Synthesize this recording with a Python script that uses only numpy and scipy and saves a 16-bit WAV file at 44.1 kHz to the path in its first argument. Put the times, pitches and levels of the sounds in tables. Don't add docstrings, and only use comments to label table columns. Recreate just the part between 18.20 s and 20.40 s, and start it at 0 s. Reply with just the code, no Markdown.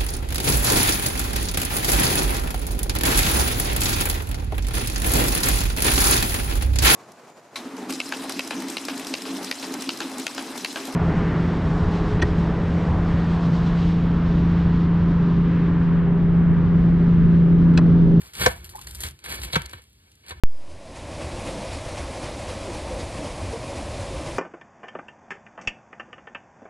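import sys
import numpy as np
from scipy import signal
from scipy.fft import rfft, irfft, next_fast_len
from scipy.io import wavfile
from scipy.ndimage import uniform_filter1d

SR = 44100
rng = np.random.default_rng(int(sys.argv[2]) if len(sys.argv) > 2 else 0)


def waveform_to_disk(signal):
    frames = np.transpose(np.atleast_2d(signal))
    scaled = np.clip(frames, -1, 1) * 32767
    samples = np.round(scaled).astype(np.int16)
    wavfile.write(sys.argv[1], SR, samples)


def volts_from_db(level):
    exponent = np.asarray(level, float) / 20
    return 10 ** exponent


N = 97020

# frequency in Hz, level in dB.
PLATE_MODES = [(515, 2.5), (725, 0.5), (950, -1), (1110, 0.5), (1330, -8), (1560, 2), (1760, 4.5),
               (2240, 3.5), (2420, -3.5), (2650, -4.5), (2950, 1.5), (3350, 3.5), (3930, 5), (4400, 5)]
# start in seconds, peak level in dB, struck region in Hz,
# table thud level in dB, thud frequency in Hz.
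KNOCKS = [(.2125, -24, 2350, -48, 120), (0.2175, -21, 2500, -54, 119.4), (.236, -16.5, 2260, -50, 130),
          (.265, -7.5, 940, -36, 200), (.2603, -6, 1390, -20, 65.3), (.262, -4.5, 540, -23.5, 131.4),
          (0.273, -17.5, 1220, -21.5, 195), (0.535, -41, 1010, -71, 79), (0.836, -21, 3940, -25, 78),
          (1.06, -27.5, 1900, -72.5, 80), (1.3313, -17, 3730, -23.5, 128), (1.337, -20.5, 750, -44, 194),
          (1.338, -25.5, 4160, -50, 119.6), (1.345, -17.5, 4100, -49, 138.8),
          (1.3553, -13, 2560, -42, 60.7), (1.3584, -9.5, 1640, -11.5, 161.6),
          (1.3624, -10.5, 1190, -48, 135), (1.533, -27, 1723, -41, 80.4), (2.108, -23.5, 1940, -32.5, 78),
          (2.118, -26.5, 990, -48, 78)]


def rms_one(x):
    return x / np.sqrt(np.mean(x ** 2) + 1e-20)


def in_time(rows):
    s, *columns = np.transpose(rows)
    return [np.interp(np.arange(N) / SR, s, c) for c in columns]


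def colour(x, spectrum):
    size = 2 ** 12
    hz, db = np.transpose(spectrum)
    bins_hz = np.arange(size // 2 + 1) * SR / size
    log_gain = np.log(volts_from_db(np.interp(np.log(bins_hz + 1), np.log(hz), db)))
    cepstrum = irfft(log_gain)
    cepstrum[1:size // 2] *= 2
    cepstrum[size // 2 + 1:] = 0
    impulse = irfft(np.exp(rfft(cepstrum)))
    return signal.fftconvolve(np.atleast_2d(x), [impulse], axes=1)[:, :N].squeeze()


def band(x, order, low_hz, high_hz):
    return signal.sosfilt(signal.butter(order, [low_hz, high_hz], "band", fs=SR, output="sos"), x)


def drift(rate_hz):
    r = np.exp(-2 * np.pi * rate_hz / SR)
    noise = rng.standard_normal(N + SR)
    return rms_one(signal.lfilter([1], [1, -2 * r, r * r], noise)[SR:])


def ring(clicks, hz, t60):
    r, w = volts_from_db(-60 / (t60 * SR)), 2 * np.pi * hz / SR
    return signal.lfilter([0, np.sin(w)], [1, -2 * r * np.cos(w), r * r], clicks + 1e-18)


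def plate_ring(push, hz):
    return ring(push, hz, .015 + 16 / hz)


def grains(per_second):
    size = volts_from_db(3.4 * np.minimum(rng.exponential(1, N), 3.5)) * rng.choice([-1, 1], N)
    happens = rng.random(N) < per_second / SR
    clumps = volts_from_db(5.5 * np.tanh(drift(22)))
    return rms_one(size * happens * clumps)


def ports(x):
    # frequency in Hz, phase in radians.
    port_phase = [(420, .3), (650, 1.9), (3200, 2.1), (4550, 1.5), (5100, 3.14), (6400, 3.14), (7100, 4.2),
                  (8900, 6.28), (12200, 6.28), (13300, 7.9), (14500, 9.42), (17000, 9.42)]
    size = next_fast_len(N + SR // 4)
    bins_hz = np.arange(size // 2 + 1) * SR / size
    turn = np.interp(bins_hz, *np.transpose([(0.03, 0.02)] + port_phase))
    return irfft(rfft(x, size) * np.exp(-.5j * turn * [[1], [-1]]), size)[:, :N]


def room_hush():
    # frequency in Hz, level in dB per Hz.
    hush_spectrum = [(30, -34.5), (65, -5.5), (300, -22), (600, -31), (1500, -31), (3200, -26),
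                     (12500, -37), (15000, -39.5)]
    middle, side = colour(rng.standard_normal((2, N)), hush_spectrum)
    opposite = volts_from_db(-12.0) * band(side, 4, 600, 5000) * [[1], [-1]]
    return volts_from_db(-60) / middle.std() * (ports(middle) + opposite)


def blade():
    # time in seconds, grind level in dB, share on the plate in dB.
    saw_strokes = [(0, -55.5, 7), (.13, -53.5, 2), (.18, -43.5, 12.5), (.213, -32.5, 15),
                   (.256, -34.5, 12.5), (.34, -49.5, 6.5), (.55, -54.5, 2.5), (.79, -50.5, 4),
                   (.87, -40.5, 7), (.93, -66, -2), (1.035, -90, 36), (1.05, -55.5, 16), (1.105, -36, 7.5),
                   (1.2, -45.5, 8), (1.245, -43, -2.5), (1.3, -49.5, 11), (1.58, -61.5, 18.5),
                   (1.7, -100, 15.5)]
    # time in seconds, level in dB.
    reset_move = [
        (1.66, -91.5),
        (1.78, -75),
        (1.87, -62.5),
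        (1.93, -80),
        (2.0, -69.5),
        (2.05, -52.5),
        (2.11, -40),
        (2.15, -57.5),
        (2.2, -59),
    ]
    # frequency in Hz, level in dB per Hz.
    crust_spectrum = [(150, 7.5), (400, -11.5), (1000, -1.5), (2400, -5), (4500, -4.5), (7000, -7.5),
                      (12000, -8), (15500, -9)]
    effort_db, plate_db = in_time(saw_strokes)
    reset_db, = in_time(reset_move)

    crust = rms_one(colour(grains(5000) + 0.065 * rng.standard_normal(N), crust_spectrum))
    crust = signal.sosfilt(signal.butter(10, 15800, fs=SR, output="sos"), crust)

    grit, scrape = grains(2000), 0
    for hz, mode_db in PLATE_MODES:
        level = volts_from_db(mode_db - 8 * abs(np.log2(hz / 2300)))
        scrape = scrape + level * plate_ring(grit + .5 * rng.standard_normal(N), hz)
    scrape = rms_one(scrape)

    sawing = volts_from_db(effort_db) * (volts_from_db(3) * crust + volts_from_db(-6 + plate_db) * scrape)
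    return sawing + volts_from_db(reset_db) * (scrape + 0.1 * crust)


def shudder():
    # time in seconds, level in dB.
    hand_push = [(0, -42.5), (.1, -68), (.2, -33), (.36, -44), (.6, -45.5), (.8, -41.5), (.9, -40),
                 (1.03, -62), (1.12, -44), (1.26, -36), (1.32, -49.5), (1.39, -31.5), (1.49, -49.5),
                 (1.56, -38.5), (1.62, -63), (2.07, -68.5), (2.15, -44.5), (2.2, -47)]
    # frequency in Hz, level in dB, t60 in seconds.
    table_modes = [(61.2, 3.5, 0.39), (78, 0, 0.12), (126.5, -8.5, 0.1), (169.3, -10.5, 0.048),
                   (285, -27.5, 0.017), (357.4, -13, 0.08)]
    push_db, = in_time(hand_push)
    modes = [volts_from_db(d) * rms_one(ring(rng.standard_normal(N), hz, t60)) for hz, d, t60 in table_modes]
    return volts_from_db(push_db) * rms_one(sum(modes))


def snaps():
    # start in seconds, peak level in dB, brightness in dB, length in seconds.
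    crust_snaps = [(0.017, -24, -6, 0.0037), (0.06, -27.5, -13, 0.0086), (0.135, -22.5, -5, 0.065),
                   (0.152, -17, -8, 0.028), (0.196, -23, 2, 0.01), (0.225, -5.5, -12, 0.015),
                   (0.244, -20, 0, 0.0039), (0.358, -55, -8, 0.0077), (0.444, -39.5, 20.5, 0.012),
                   (0.494, -33.5, 8.5, 0.019), (0.561, -28, 4.5, 0.016), (0.591, -29.5, 4.5, 0.0087),
                   (0.615, -19, -7.5, 0.013), (0.67, -24, 1, 0.035), (0.709, -30.5, 9.5, 0.01),
                   (0.748, -34, 15.5, 0.024), (0.8047, -30.5, 18.5, 0.026), (0.8345, -15, -0.5, 0.031),
                   (0.886, -20, -3, 0.0062), (0.99, -29.5, -26, 0.0093), (1.04, -18.5, -21, 0.034),
                   (1.048, -28, 6.5, 0.026), (1.09, -17, -11, 0.078), (1.127, -25.5, 7.5, 0.0032),
                   (1.143, -23, 2, 0.017), (1.192, -36, -3.5, 0.0074), (1.2168, -16, -12, 0.03),
                   (1.2341, -10.5, -12, 0.02), (1.244, -20, -9, 0.009), (1.3243, -24.5, -10, 0.0056),
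                   (1.327, -15.5, -6, 0.028), (1.411, -35, -12.5, 0.004), (1.4183, -14, -17.5, 0.0045),
                   (1.439, -49, -13, 0.004), (1.46, -15, -10, 0.0037), (1.495, -24.5, -16.5, 0.0073),
                   (1.512, -24.5, -12.5, 0.0066), (1.5285, -25.5, -20, 0.015), (1.619, -35.5, -2.5, 0.022),
                   (1.639, -35.5, -5, 0.0085), (1.697, -49.5, 2, 0.006), (1.73, -51.5, 8.5, 0.006),
                   (1.916, -35.5, -13, 0.015), (1.955, -46, 7, 0.004), (2.011, -56, -3, 0.0085),
                   (2.0636, -28.5, -9, 0.018), (2.083, -19, -30, 0.018), (2.0965, -18, -28, 0.016)]
    # frequency in Hz, level in dB per Hz.
    snap_spectrum = [(300, -20), (1000, -8), (2200, -2), (4200, -1), (6300, -6), (9500, -3), (13500, -7),
                     (16500, -30)]
    out, t = np.zeros((2, N + SR)), np.arange(SR // 10) / SR
    luck = rng.standard_normal((len(crust_snaps), 2, len(t)))
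    for (s, db, bright_db, length), (noise, lumps) in zip(crust_snaps, luck):
        crumble = volts_from_db(3.8 * rms_one(uniform_filter1d(lumps, size=90)))
        decay = np.exp(-t / 0.0012) + 0.34 * crumble * np.exp(-t / max(length, .002))
        burst = noise * (1 - np.exp(-t / 0.00094)) * decay
        burst[20] += 3.0
        start = int(s * SR)
        out[:, start:start + len(t)] += burst * volts_from_db(db - 10) * volts_from_db([[0], [bright_db]])
    plain, bright = colour(out[:, :N], snap_spectrum) * 2.0
    low_pass = signal.butter(1, 5000, fs=SR)
    return signal.lfilter(*low_pass, plain) + bright - signal.lfilter(*low_pass, bright)


def ticks():
    # start in seconds, peak level in dB.
    hard_ticks = [(0.0595, -50), (0.1364, -49), (0.4454, -41), (0.4923, -30.5), (0.5563, -36), (.614, -31),
                  (0.6734, -24), (0.749, -26.5), (0.8064, -21.5), (0.8168, -25.5), (0.838, -15.5),
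                  (1.1248, -18.5), (1.2178, -32), (1.42, -33.5), (1.4567, -34), (1.4935, -40),
                  (1.5328, -29.5), (1.954, -47), (2.0938, -31)]
    # frequency in Hz, level in dB, t60 in seconds.
    tick_modes = [(1900, -13, 0.018), (4430, -10, 0.0066), (7130, -5, .002), (9940, -6, 0.0015),
                  (11300, -10, 0.00171)]
    s, db = np.transpose(hard_ticks)
    out = 0
    for hz, mode_db, t60 in tick_modes:
        clicks = np.zeros(N)
        clicks[(s * SR).astype(int)] = volts_from_db(db + mode_db + 5.2 * rng.standard_normal(len(s)))
        out = out + ring(clicks, hz, t60)
    return out


def crumbs_unlike(crumbs):
    # time in seconds, level in dB.
    unlike_level = [(0, -13), (.13, -12), (.17, -16), (.42, -8), (.56, -15), (.9, -5.5), (1.04, -18),
                    (1.06, -40), (1.33, -7.5), (1.4, -11.5), (1.5, -2), (1.535, -25), (1.63, -20.5), (1.95, -5),
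                    (2.05, -20), (2.2, -32)]
    treble = signal.lfilter(*signal.butter(2, [4500, 8000], "band", fs=SR), crumbs)
    return volts_from_db(in_time(unlike_level)[0]) * ports(treble) * [[1], [-1]]


def knocks():
    out, t = np.zeros(N + SR), np.arange(SR // 4) / SR
    luck = rng.standard_normal((len(KNOCKS), len(PLATE_MODES) + 1, len(t)))
    for (s, db, region_hz, thud_db, thud_hz), (*rattles, crunch) in zip(KNOCKS, luck):
        hit = np.zeros(len(t))
        for (hz, mode_db), rattle in zip(PLATE_MODES, rattles):
            mode = plate_ring(rattle * np.exp(-t / 0.0037), hz)
            level = volts_from_db(db + mode_db - 8.5 - 8 * abs(np.log2(hz / region_hz)))
            hit += level * mode / np.abs(mode).max()
        wide = signal.butter(1, [region_hz / 2, region_hz * 2], "band", fs=SR)
        hit += volts_from_db(db - 10) * signal.lfilter(*wide, crunch) * np.exp(-t / 0.0077)
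        push = np.exp(-((t - 0.00585) / 0.00078) ** 2)
        hit += volts_from_db(thud_db) * ring(push / push.sum(), thud_hz, 0.093 * 100 / thud_hz)
        start = int(s * SR)
        out[start:start + len(t)] += hit
    return out[:N]


def cracks():
    out, t = np.zeros((2, N + SR)), np.arange(SR // 20) / SR
    for s, db, *_ in KNOCKS:
        noise = rng.standard_normal((2, len(t)))
        start = int(s * SR)
        out[:, start:start + len(t)] += volts_from_db(2.5 * db - 1.5) * noise * np.exp(-t / 0.0077)
    return band(out[:, :N], 2, 3600, 7200)


def squeak():
    # time in seconds, frequency in Hz, level in dB.
    chirp = [
        (.532, 960, -70),
        (.536, 950, -40),
        (.546, 900, -52),
        (.555, 830, -36),
        (.563, 880, -39),
        (.572, 970, -47),
        (.585, 1040, -46),
        (.594, 1080, -66),
    ]
    hz, db = in_time(chirp)
    n = np.arange(N)
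    on = (n > chirp[0][0] * SR) & (n < chirp[-1][0] * SR)
    return on * volts_from_db(db + 7.8 * drift(90)) * np.sin(2 * np.pi * np.cumsum(hz) / SR)


def kitchen(x):
    t, t60 = np.arange(SR // 2) / SR, 0.21
    tail = rng.standard_normal((2, len(t))) * volts_from_db(-60 * t / t60) * (t > .003)
    tail = band(tail, 8, 500, 3880)
    tail = tail / np.sqrt((tail ** 2).sum(1, keepdims=True))
    return signal.fftconvolve([x], tail, axes=1)[:, :N]


def scene():
    crumbs = snaps() + ticks()
    near = blade() + crumbs + knocks() + squeak()
    direct = ports(near + shudder()) + crumbs_unlike(crumbs) + cracks()
    return direct + volts_from_db(-19.5) * kitchen(near) + room_hush()


def roll_off(x):
    return signal.sosfilt(signal.butter(12, 16680, fs=SR, output="sos"), x)


def record(dry):
    mix = signal.sosfilt(signal.butter(5, 51.3, "high", fs=SR, output="sos"), dry)
    return roll_off(mix)


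dry = scene()
out = record(dry)
waveform_to_disk(out)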